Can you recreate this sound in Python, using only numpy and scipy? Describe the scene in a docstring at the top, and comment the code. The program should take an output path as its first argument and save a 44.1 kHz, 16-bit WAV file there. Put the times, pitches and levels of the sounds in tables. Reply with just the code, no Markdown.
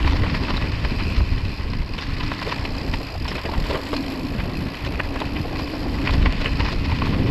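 """A mountain bike coasts down a dirt trail, heard from a camera on the rider's chest.
Chain and cables knock on the ringing frame over bumps, and the freewheel pawls tick in the hub,
slowing into the bend and speeding up out of it. The tyres crunch over dirt, hum with the air
inside them and flick up grit. Under the bike, wind buffets and slaps the microphone port."""
import sys
import numpy as np
from scipy import signal
from scipy.io import wavfile
from scipy.ndimage import uniform_filter1d

SR = 44100
rng = np.random.default_rng(int(sys.argv[2]) if len(sys.argv) > 2 else 0)


def transcribe(signal):
    """Save signal, clipped to [-1, 1], as a 16-bit WAV file at the path in sys.argv[1]."""
    frames = np.atleast_2d(signal).T
    limited = np.clip(frames, -1, 1)
    pcm = np.round(limited * 32767).astype(np.int16)
    wavfile.write(sys.argv[1], SR, pcm)


N = 321930


def amp(db):
    return 10 ** (np.asarray(db) / 20)


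def unit_rms(x):
    return x / np.sqrt(np.mean(x ** 2) + 1e-20)


def curve(rows, column=1):
    """Automation lane: one column of a timed table, sample by sample."""
    rows = np.array(rows)
    return np.interp(np.arange(N) / SR, rows[:, 0], rows[:, column])


def wobble(seconds, count=N):
    """Smooth random drift of rms 1."""
    size = max(int(seconds * SR), 2)
    return unit_rms(uniform_filter1d(uniform_filter1d(rng.standard_normal(count), size), size))


def noise_band(low_hz, high_hz):
    """Band-passed noise of rms 1."""
    bandpass = signal.butter(2, [low_hz, high_hz], "band", fs=SR, output="sos")
    return unit_rms(signal.sosfilt(bandpass, rng.standard_normal(N)))


def eq(x, points):
    """Minimum-phase EQ through (freq_hz, gain_db) points."""
    freq_hz, gain_db = np.transpose(points)
    bins_hz = abs(np.fft.fftfreq(8192, 1 / SR))
    log_gain = np.interp(np.log(bins_hz + 1), np.log(freq_hz + 1), gain_db) * np.log(10) / 20
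    taps = np.fft.ifft(np.exp(np.conj(signal.hilbert(log_gain)))).real
    return signal.oaconvolve(x, taps[:len(taps) // 2])[:len(x)]


def resonate(x, modes, dry_db, drift_db=0, spot_db=0):
    """Steep resonators over the dry sound; their levels drift, or vary with the spot struck."""
    out = amp(dry_db) * x
    for k, (pitch_hz, width_hz, gain_db) in enumerate(modes):
        b, a = signal.iirpeak(pitch_hz, pitch_hz / width_hz, SR)
        if drift_db:
            gain_db += drift_db * np.tanh(wobble(0.092, len(x)))
        else:
            gain_db += spot_db * rng.standard_normal()
        out = out + (-1) ** k * amp(gain_db) * signal.lfilter(b, a, signal.lfilter(b, a, x))
    return out


# The ring of the frame: pitch_hz, width_hz, gain_db
FRAME_MODES = [(589, 140, -1), (897, 187, 8), (1072, 220, 1), (1687, 72, 3.5), (1960, 370, -3),
               (2514, 303, 8), (3040, 260, -6), (3905, 200, 1), (4500, 630, -6)]
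# Chain and cable hits, with thud and rattle set against the clack:
# hit_s, level_db, t60_s, thud_db, rattle_db, pitch_hz, rise_ms
CHAIN_HITS = [(0.047, -13.5, 0.029, -18, -24, 1910, 1.1), (0.076, -10.5, 0.05, -32, -11, 950, 5.5),
              (0.123, -16.5, 0.13, -15, 0.5, 958, 5.6), (.168, -19, 0.035, -18, -3, 2600, 8.7),
              (.236, -15.5, 0.077, -0.5, -12, 1260, 2.3), (.264, -17, 0.038, -11, -24, 1100, 1),
              (.299, -14, 0.028, -12, -8, 2170, 3.1), (.347, -11.5, 0.051, -7, -7.5, 2000, 3.6),
              (.452, -17, 0.038, -10, -13, 2630, 4.4), (.485, -15, 0.047, -12, -16, 990, 2.2),
              (.506, -11, 0.053, -7, -10, 895, 7.9), (.579, -16.5, 0.029, -14, -20, 1090, 3.5),
              (.614, -19, 0.074, -21, -13, 1070, 6.4), (0.85, -11, 0.047, -20, -16, 1800, 5.1),
              (1.006, -17.5, 0.081, -11, -11, 1800, 6), (1.165, -18, 0.044, -28, -5, 2500, 8.7),
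              (1.206, -18, 0.021, -12, -23, 1050, 3.5), (1.38, -19.5, 0.049, -5, -21, 2640, 5),
              (1.735, -13.5, 0.021, -12, -13, 2680, 2.2), (1.988, -15, 0.047, -11, -17, 2550, 4),
              (2.023, -20, 0.16, -17, 1, 2570, 8), (2.208, -15, 0.048, -22, -14, 2936, 3.2),
              (2.236, -21, 0.043, -24, 1.5, 1200, 2.4), (2.3179, -9.5, 0.0087, -15, -30, 1230, 1.7),
              (2.419, -13.5, .061, -10, -5, 1040, 5.2), (2.474, -23.5, 0.058, 11.5, -15, 1000, 6.8),
              (2.492, -24, 0.055, -1, 4, 1050, 7.6), (2.524, -12, 0.035, -28, -10, 1060, 9.8),
              (2.654, -13, 0.047, -5.5, -8, 2650, 2.8), (2.939, -12, 0.032, -11, -7.5, 2430, 2.16),
              (3.254, -19, 0.039, -10, -18, 1150, 1.2), (3.317, -15.5, 0.12, 1, -20, 1030, 2.2),
              (3.355, -21, 0.079, 4.5, -9, 1870, 4), (3.382, -15.5, 0.069, -9, -12, 1074, 2),
              (3.454, -18, 0.087, 3.5, -24, 2553, 2.3), (3.491, -20.5, 0.052, 2.5, -8, 1060, 3.5),
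              (3.534, -16, 0.077, -9, -20, 1000, 1.8), (3.709, -17.5, 0.034, 5, -1.5, 915, 9.8),
              (3.73, -22, 0.076, 7.5, -12, 1810, 4.3), (3.751, -14, 0.11, 2, -18, 987, 8),
              (3.931, -15, 0.047, 7, -22, 937, 1.96), (3.939, -19.5, 0.053, 3.5, 1.5, 950, 3.2),
              (4.404, -16, 0.033, -14, -18, 1880, 10), (4.865, -23, 0.054, -11, 0, 2520, 4.4),
              (5.0022, -4, 0.015, -13, -37, 1707, 4.4), (5.16, -17.5, 0.06, 2, -23, 1025, 1.8),
              (5.217, -13, 0.039, -4, -13, 807, 11), (5.365, -17, 0.089, -12, -24, 2634, 8.4),
              (5.596, -18.5, 0.036, -25, -6, 1031, 4.4), (6.052, -19.5, 0.072, -15, -2, 2493, 5.5),
              (6.0743, -9, .03, -12, -12, 2073, 2.8), (6.094, -9.5, 0.043, -29, -21, 1020, 5.4),
              (6.139, -18, 0.048, 2, 2, 1976, 5.1), (6.261, -5, 0.044, -25, -19, 2000, 3.8),
              (6.419, -15.5, 0.037, -1, -5, 3037, 5), (6.459, -7.5, 0.1, -4.5, -20, 2520, 4.9),
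              (6.605, -10, 0.069, -5, -7, 2000, 6.2), (6.652, -13.5, 0.11, -20, -4, 856, 7.8),
              (6.688, -15.5, 0.094, -8, -5, 2154, 8.3), (6.727, -20.5, 0.06, 3, 2, 985, 5.9),
              (6.855, -17, 0.041, -22, -5, 2635, 5), (6.896, -20.5, 0.026, -15, -6, 1008, 2.8),
              (6.918, -16, 0.034, -24, -18, 2640, 6.2), (7.02, -11, 0.039, -16, -32, 1050, 1.3),
              (7.07, -21, 0.026, -13, -20, 990, 2.7), (7.136, -16.5, .052, -22, -14, 1170, 6)]


def chain_knocks():
    """Each bump throws chain links against the frame: a clatter swells to one hard blow and dies."""
    out, lead = np.zeros(N + SR), SR // 40
    t = (np.arange(SR // 8) - lead) / SR
    for hit_s, level_db, t60_s, thud_db, rattle_db, pitch_hz, rise_ms in CHAIN_HITS:
        doubling_s = np.clip(rise_ms, 1, 10) / 1000
        envelope = amp(np.where(t < 0, 6 * t / doubling_s, -60 * t / t60_s))
        crackle = rng.standard_normal(len(t)) * amp(9.4 * rng.standard_normal(len(t)))
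        clatter = envelope * unit_rms(crackle)
        thud = eq(clatter, [(150, -12), (380, -8), (650, -8.5), (1000, -35.5)])
        rattle = eq(clatter, [(2200, 1.5), (3500, 18), (5500, 14), (7000, 4.5), (14000, -61)])
        links = eq(clatter, [(250, -14), (600, -5), (pitch_hz, 0), (3400, -5), (5000, -24), (9000, -40)])
        links = resonate(links, FRAME_MODES, dry_db=1, spot_db=4.5)
        blow = -np.cos(2 * np.pi * pitch_hz * t) * np.exp(-(2 * pitch_hz * t) ** 2)
        blow_gain = 0.04 / t60_s  # the shorter the hit, the more it is one hollow blow
        clack = links / abs(links).max() + blow_gain * resonate(blow, FRAME_MODES, dry_db=2)
        layers = [(clack, 0), (thud, thud_db), (rattle, rattle_db)]
        knock = sum(amp(db) * x / abs(x).max() for x, db in layers)
        out[round(hit_s * SR) - lead:][:len(t)] += amp(level_db) * knock
    return out[:N]


# Ratchet speed, following the wheel: time_s, teeth_per_s
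RATCHET_SPEED = [(0.0, 121), (0.7, 97), (1.48, 88.5), (1.75, 63), (1.97, 72), (2.24, 58.4), (2.97, 65),
                 (3.17, 47.4), (3.4, 48.3), (3.95, 50.5), (4.17, 60), (4.37, 49.7), (4.76, 62.1),
                 (5.02, 51), (5.26, 72), (5.85, 86), (6.18, 74), (7.3, 82)]
# The ring of the hub shell, low ring first: pitch_hz, width_hz, gain_db
HUB_MODES = [(2540, 430, -5), (4165, 370, 3.5), (4600, 290, 1), (4880, 140, 8.5), (5350, 430, 2)]
# Tone of the fizz after each tick: freq_hz, gain_db
FIZZ_EQ = [(3000, 2), (4500, 12), (6000, 3.5), (7500, 12.5), (11500, 10), (15000, 10)]
# Hub mix at the microphone as the bike leans: time_s, ring_db, fizz_db, sizzle_db, low_ring_db
HUB_MIX = [(0.0, -58, -55, -41, -51), (0.3, -41.5, -59, -45, -81), (1.05, -42.5, -49, -42, -38.5),
           (1.7, -43, -60, -44, -45.5), (2.6, -38.5, -42.5, -37.5, -45), (3.3, -39, -42.5, -34.5, -42),
           (3.78, -39, -35, -29.5, -49), (4.85, -44, -47, -35, -40), (5.2, -43, -48, -37, -39),
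           (6.15, -41.5, -43, -36, -60), (6.27, -45, -58, -45, -62), (6.5, -39.5, -46, -39.5, -39),
           (7.3, -45, -57, -40, -55)]


def freewheel():
    """Two pawls drop a moment apart at each tooth; the hub shell rings and fizzes out after them."""
    chain_tug = 1 + 0.065 * wobble(0.03)  # the suspension pulls on the chain
    teeth = np.floor(np.cumsum(curve(RATCHET_SPEED) * chain_tug) / SR)
    drops = np.diff(teeth, prepend=0) * amp(1.3 * rng.standard_normal(N))
    t = np.arange(SR // 16) / SR

    def pawls(t60_s, second_gain, gap_s=0.0027):
        """A double noise burst of uneven strength at every tooth."""
        first = amp(-60 * t / t60_s) * np.minimum(t / 0.00053 + 0.5, 1)
        second = second_gain * (t > 0.0015) * np.roll(first, round(gap_s * SR))
        strength = amp(2.04 * rng.standard_normal(N))
        return signal.oaconvolve(drops * strength, first + second)[:N] * rng.standard_normal(N)

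    strikes = pawls(t60_s=0.024, second_gain=0.21) + 5.1 * drops
    ring = resonate(strikes, HUB_MODES[1:], dry_db=-20)
    low_ring = resonate(strikes, HUB_MODES[:1], dry_db=-27.5)
    tails = eq(pawls(t60_s=0.069, second_gain=0.14) + 0.36 * rng.standard_normal(N), FIZZ_EQ)
    crossover_hz = 9600
    fizz = signal.sosfilt(signal.butter(6, crossover_hz, "low", fs=SR, output="sos"), tails)
    sizzle = signal.sosfilt(signal.butter(6, crossover_hz, "high", fs=SR, output="sos"), tails)
    layers = [ring, fizz, sizzle, low_ring]
    return sum(amp(curve(HUB_MIX, column)) * unit_rms(x) for column, x in enumerate(layers, 1))


# Tone of tread on dirt: freq_hz, gain_db
CRUNCH_EQ = [(200, -12.5), (400, -14), (700, -12), (1300, -3.5), (2500, -6), (3500, -7.5), (6000, -15.5),
             (14000, -24)]
# Tyre faders along the trail: time_s, hum_db, rumble_db, crunch_db
TYRE_MIX = [(0.08, -31, -47, -29), (0.14, -31, -35, -32), (0.28, -34.5, -39, -30), (1.85, -48, -47.5, -38),
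            (2.33, -33.5, -46, -31.5), (2.35, -38.5, -43, -31), (2.69, -34.5, -35, -34.5),
            (3.16, -47, -39.5, -38), (3.22, -35.5, -43, -37), (3.46, -50, -39.5, -36.5),
            (3.52, -40, -34.5, -37), (3.66, -44, -37.5, -32.5), (3.75, -35, -31.5, -33.5),
            (3.92, -26, -39.5, -35.5), (4.17, -29.5, -35.5, -36), (4.26, -26.5, -40.5, -37.5),
            (4.44, -51, -35.5, -36), (4.6, -36.5, -41, -36), (4.74, -42.5, -38, -34),
            (4.91, -35, -35.5, -36.5), (5.87, -29, -35, -35), (6.31, -34, -37.5, -31),
            (6.79, -39, -43.5, -35), (7.02, -28.5, -43, -30.5), (7.3, -36.5, -37.5, -33)]


def tyre_crunch(rattles_per_s=90):
    """Knobs on dirt and small random rattles, a few ms each, set the frame ringing."""
    hits = (rng.random(N) < rattles_per_s / SR) * amp(3.8 * np.minimum(rng.exponential(1, N), 3))
    rattles = signal.oaconvolve(hits, signal.windows.hann(round(0.0047 * SR)), "same")
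    dirt = rng.standard_normal(N) * (amp(1.45 * wobble(0.014)) + 0.5 * rattles)
    frame = resonate(eq(dirt, CRUNCH_EQ), FRAME_MODES, dry_db=-2, drift_db=2)
    return amp(curve(TYRE_MIX, column=3)) * unit_rms(frame)


def tyre_hum(pitch_hz=279.1, waver_hz=3.46, width_hz=41):
    """The trail shakes the ring of air inside the tyre; the casing rumbles above it."""
    cavity_hz = pitch_hz + waver_hz * wobble(0.0595)  # the tyre squashes over the ground
    tone = np.exp(2j * np.pi * np.cumsum(cavity_hz) / SR)
    pole = np.exp(-np.pi * width_hz / SR)
    shake = rng.standard_normal(N) + 1j * rng.standard_normal(N)
    swell = signal.lfilter([1], [1, -2 * pole, pole * pole], shake)
    compressed = swell / (abs(swell) + 1e-9) ** 0.72  # keeps the hum from breaking up
    hum = amp(curve(TYRE_MIX) + 2.9 * wobble(0.016)) * unit_rms((tone * compressed).real)
    rumble = amp(curve(TYRE_MIX, column=2) + 2.65 * wobble(0.01)) * noise_band(217, 786)
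    return hum + rumble


# Flying grit: start_s, peak_db, pitch_hz, ring_db, t60_s
GRIT_HITS = [(0.097, -18, 4100, 7, 0.024), (0.5688, -14.5, 3770, 19, 0.036), (1.9811, -21, 3450, 8, 0.097),
             (2.4283, -12, 4350, 8, 0.0098), (2.653, -19.5, 4130, 15, 0.03),
             (3.2784, -15, 5250, 11.5, 0.13), (3.353, -17, 4300, 12, 0.032), (3.918, -21, 4900, 5, 0.027),
             (3.965, -13.5, 4220, 13, 0.032), (4.849, -17, 4035, -2, 0.027),
             (5.2026, -14.5, 3650, 5, 0.023), (6.04, -21, 3700, 6, 0.03), (6.108, -14, 3660, 5, 0.027),
             (6.324, -13, 3390, -6, 0.016), (6.4043, -20, 3380, 5, 0.037), (6.445, -17, 4200, 2, 0.03)]


def grit():
    """Grit flicks the camera and frame: bright snaps, each with a brief ring."""
    out, t = np.zeros(N + SR), np.arange(SR // 16) / SR
    for start_s, peak_db, pitch_hz, ring_db, t60_s in GRIT_HITS:
        burst = rng.standard_normal(len(t)) * amp(-60 * t / t60_s)
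        burst[0] += 2.5  # first crack, ahead of the scatter
        snap = eq(burst, [(1500, 2), (3000, 6), (6000, -3), (14000, -11.5)])
        snap += resonate(burst, [(pitch_hz, 500, ring_db)], dry_db=-40)
        out[round(start_s * SR):][:len(t)] += amp(peak_db) * snap / abs(snap).max()
    return out[:N]


# Bass-heavy tone of the buffeting: freq_hz, gain_db
BUFFET_EQ = [(7, -47), (12, -3.5), (81, -5), (160, -17.5), (300, -39), (600, -42), (1500, -109)]
# Wind faders: time_s, buffet_db, roar_db
WIND_MIX = [(0.1, -19.5, -27.5), (0.85, -26.5, -30), (0.94, -19, -26.5), (1.14, -25, -29),
            (1.2, -17, -26.5), (1.28, -25.5, -34), (1.34, -19.5, -28), (1.42, -27.5, -35.5),
            (1.87, -24.5, -32), (2.01, -32.5, -33.5), (2.11, -22, -34), (2.54, -35.5, -33.5),
            (2.72, -26, -34.5), (2.82, -37, -34), (2.91, -23, -29), (3.13, -35, -46), (3.17, -27.5, -41),
            (3.36, -32.5, -34.5), (3.42, -36, -46), (3.59, -23.5, -27.5), (3.88, -39, -51),
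            (3.96, -33.5, -42), (4.15, -36, -33.5), (4.41, -27, -28), (4.67, -34, -28), (4.79, -38, -48),
            (4.83, -28, -31.5), (5.24, -33.5, -42), (5.3, -26.5, -33), (5.71, -31.5, -37),
            (6.2, -19.5, -26), (6.35, -25, -35), (6.7, -21, -29), (7.0, -25, -26), (7.3, -23, -20.5)]


def wind():
    """Eddies press on the microphone port in lumps; a higher roar rides on them and gusts with them."""
    lumps = amp(1.9 * wobble(0.022) + 0.75 * wobble(0.14))
    gust = wobble(0.019)
    eddies = unit_rms(eq(rng.standard_normal(N) * lumps, BUFFET_EQ))
    buffet_db = curve(WIND_MIX) + 0.76 * gust
    roar_db = curve(WIND_MIX, column=2) + 2.34 * gust + 0.32 * wobble(0.091)
    return amp(buffet_db) * eddies + amp(roar_db) * noise_band(62, 267)


# Single hard eddies: centre_s, peak_db, pitch_hz, polarity (1 pushes, -1 pulls)
EDDY_SLAPS = [(0.174, -19, 70, -1), (0.8, -24, 70, -1), (0.94, -20, 58, -1), (1.184, -6.5, 60, -1),
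              (1.221, -13, 50, -1), (1.35, -15.5, 38, -1), (1.369, -21, 80, -1), (1.438, -15, 79.5, 1),
              (2.275, -16.5, 82, 1), (2.597, -16, 83, -1), (2.73, -14.5, 45.6, 1), (2.898, -22, 70, 1),
              (3.212, -22.5, 100.3, 1), (3.585, -20, 113.8, 1), (3.607, -18, 90, -1), (4.389, -20, 70, 1),
              (4.434, -19, 141, 1), (4.843, -17, 112, -1), (5.168, -19, 60, 1), (5.264, -17, 110, -1),
              (5.407, -11.5, 111, -1), (6.184, -15, 91, -1), (6.231, -16, 70, -1), (6.271, -18, 60, -1),
              (6.3, -14.5, 50.2, -1), (6.552, -13.5, 121, 1)]


def wind_slaps():
    """An eddy slaps the port: one swing of pressure with a rebound on both sides."""
    out, lead = np.zeros(N), SR // 20
    t = np.arange(-lead, lead) / SR
    for centre_s, peak_db, pitch_hz, polarity in EDDY_SLAPS:
        spread = (np.pi * pitch_hz * t) ** 2
        slap = (1 - 2 * spread) * np.exp(-spread)
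        out[round(centre_s * SR) - lead:][:len(t)] += polarity * amp(peak_db) * slap
    return out


def scene():
    """Wind and bike meet at one microphone, in mono."""
    return (wind() + wind_slaps() + tyre_hum() + tyre_crunch() + chain_knocks() + grit() + freewheel())[None]


# Tone of the camera housing and microphone port: freq_hz, gain_db
HOUSING_EQ = [(10, 2), (5300, -3), (5900, -11.5), (6500, -12), (8000, -12.5), (9600, -23.5), (10400, -21),
              (11300, -13.5), (12800, -21.5), (13600, -34), (15000, -39), (16000, -50)]


def record(dry):
    """The housing dulls the treble, and a steep low-pass cuts the very top."""
    muffled = np.pad(eq(dry[0], HOUSING_EQ), 255, "reflect", reflect_type="odd")
    lowpass = signal.firwin(511, cutoff=15800, window=("kaiser", 9), fs=SR)
    return signal.oaconvolve(muffled, lowpass, "valid")[None]


dry = scene()
out = record(dry)
transcribe(out)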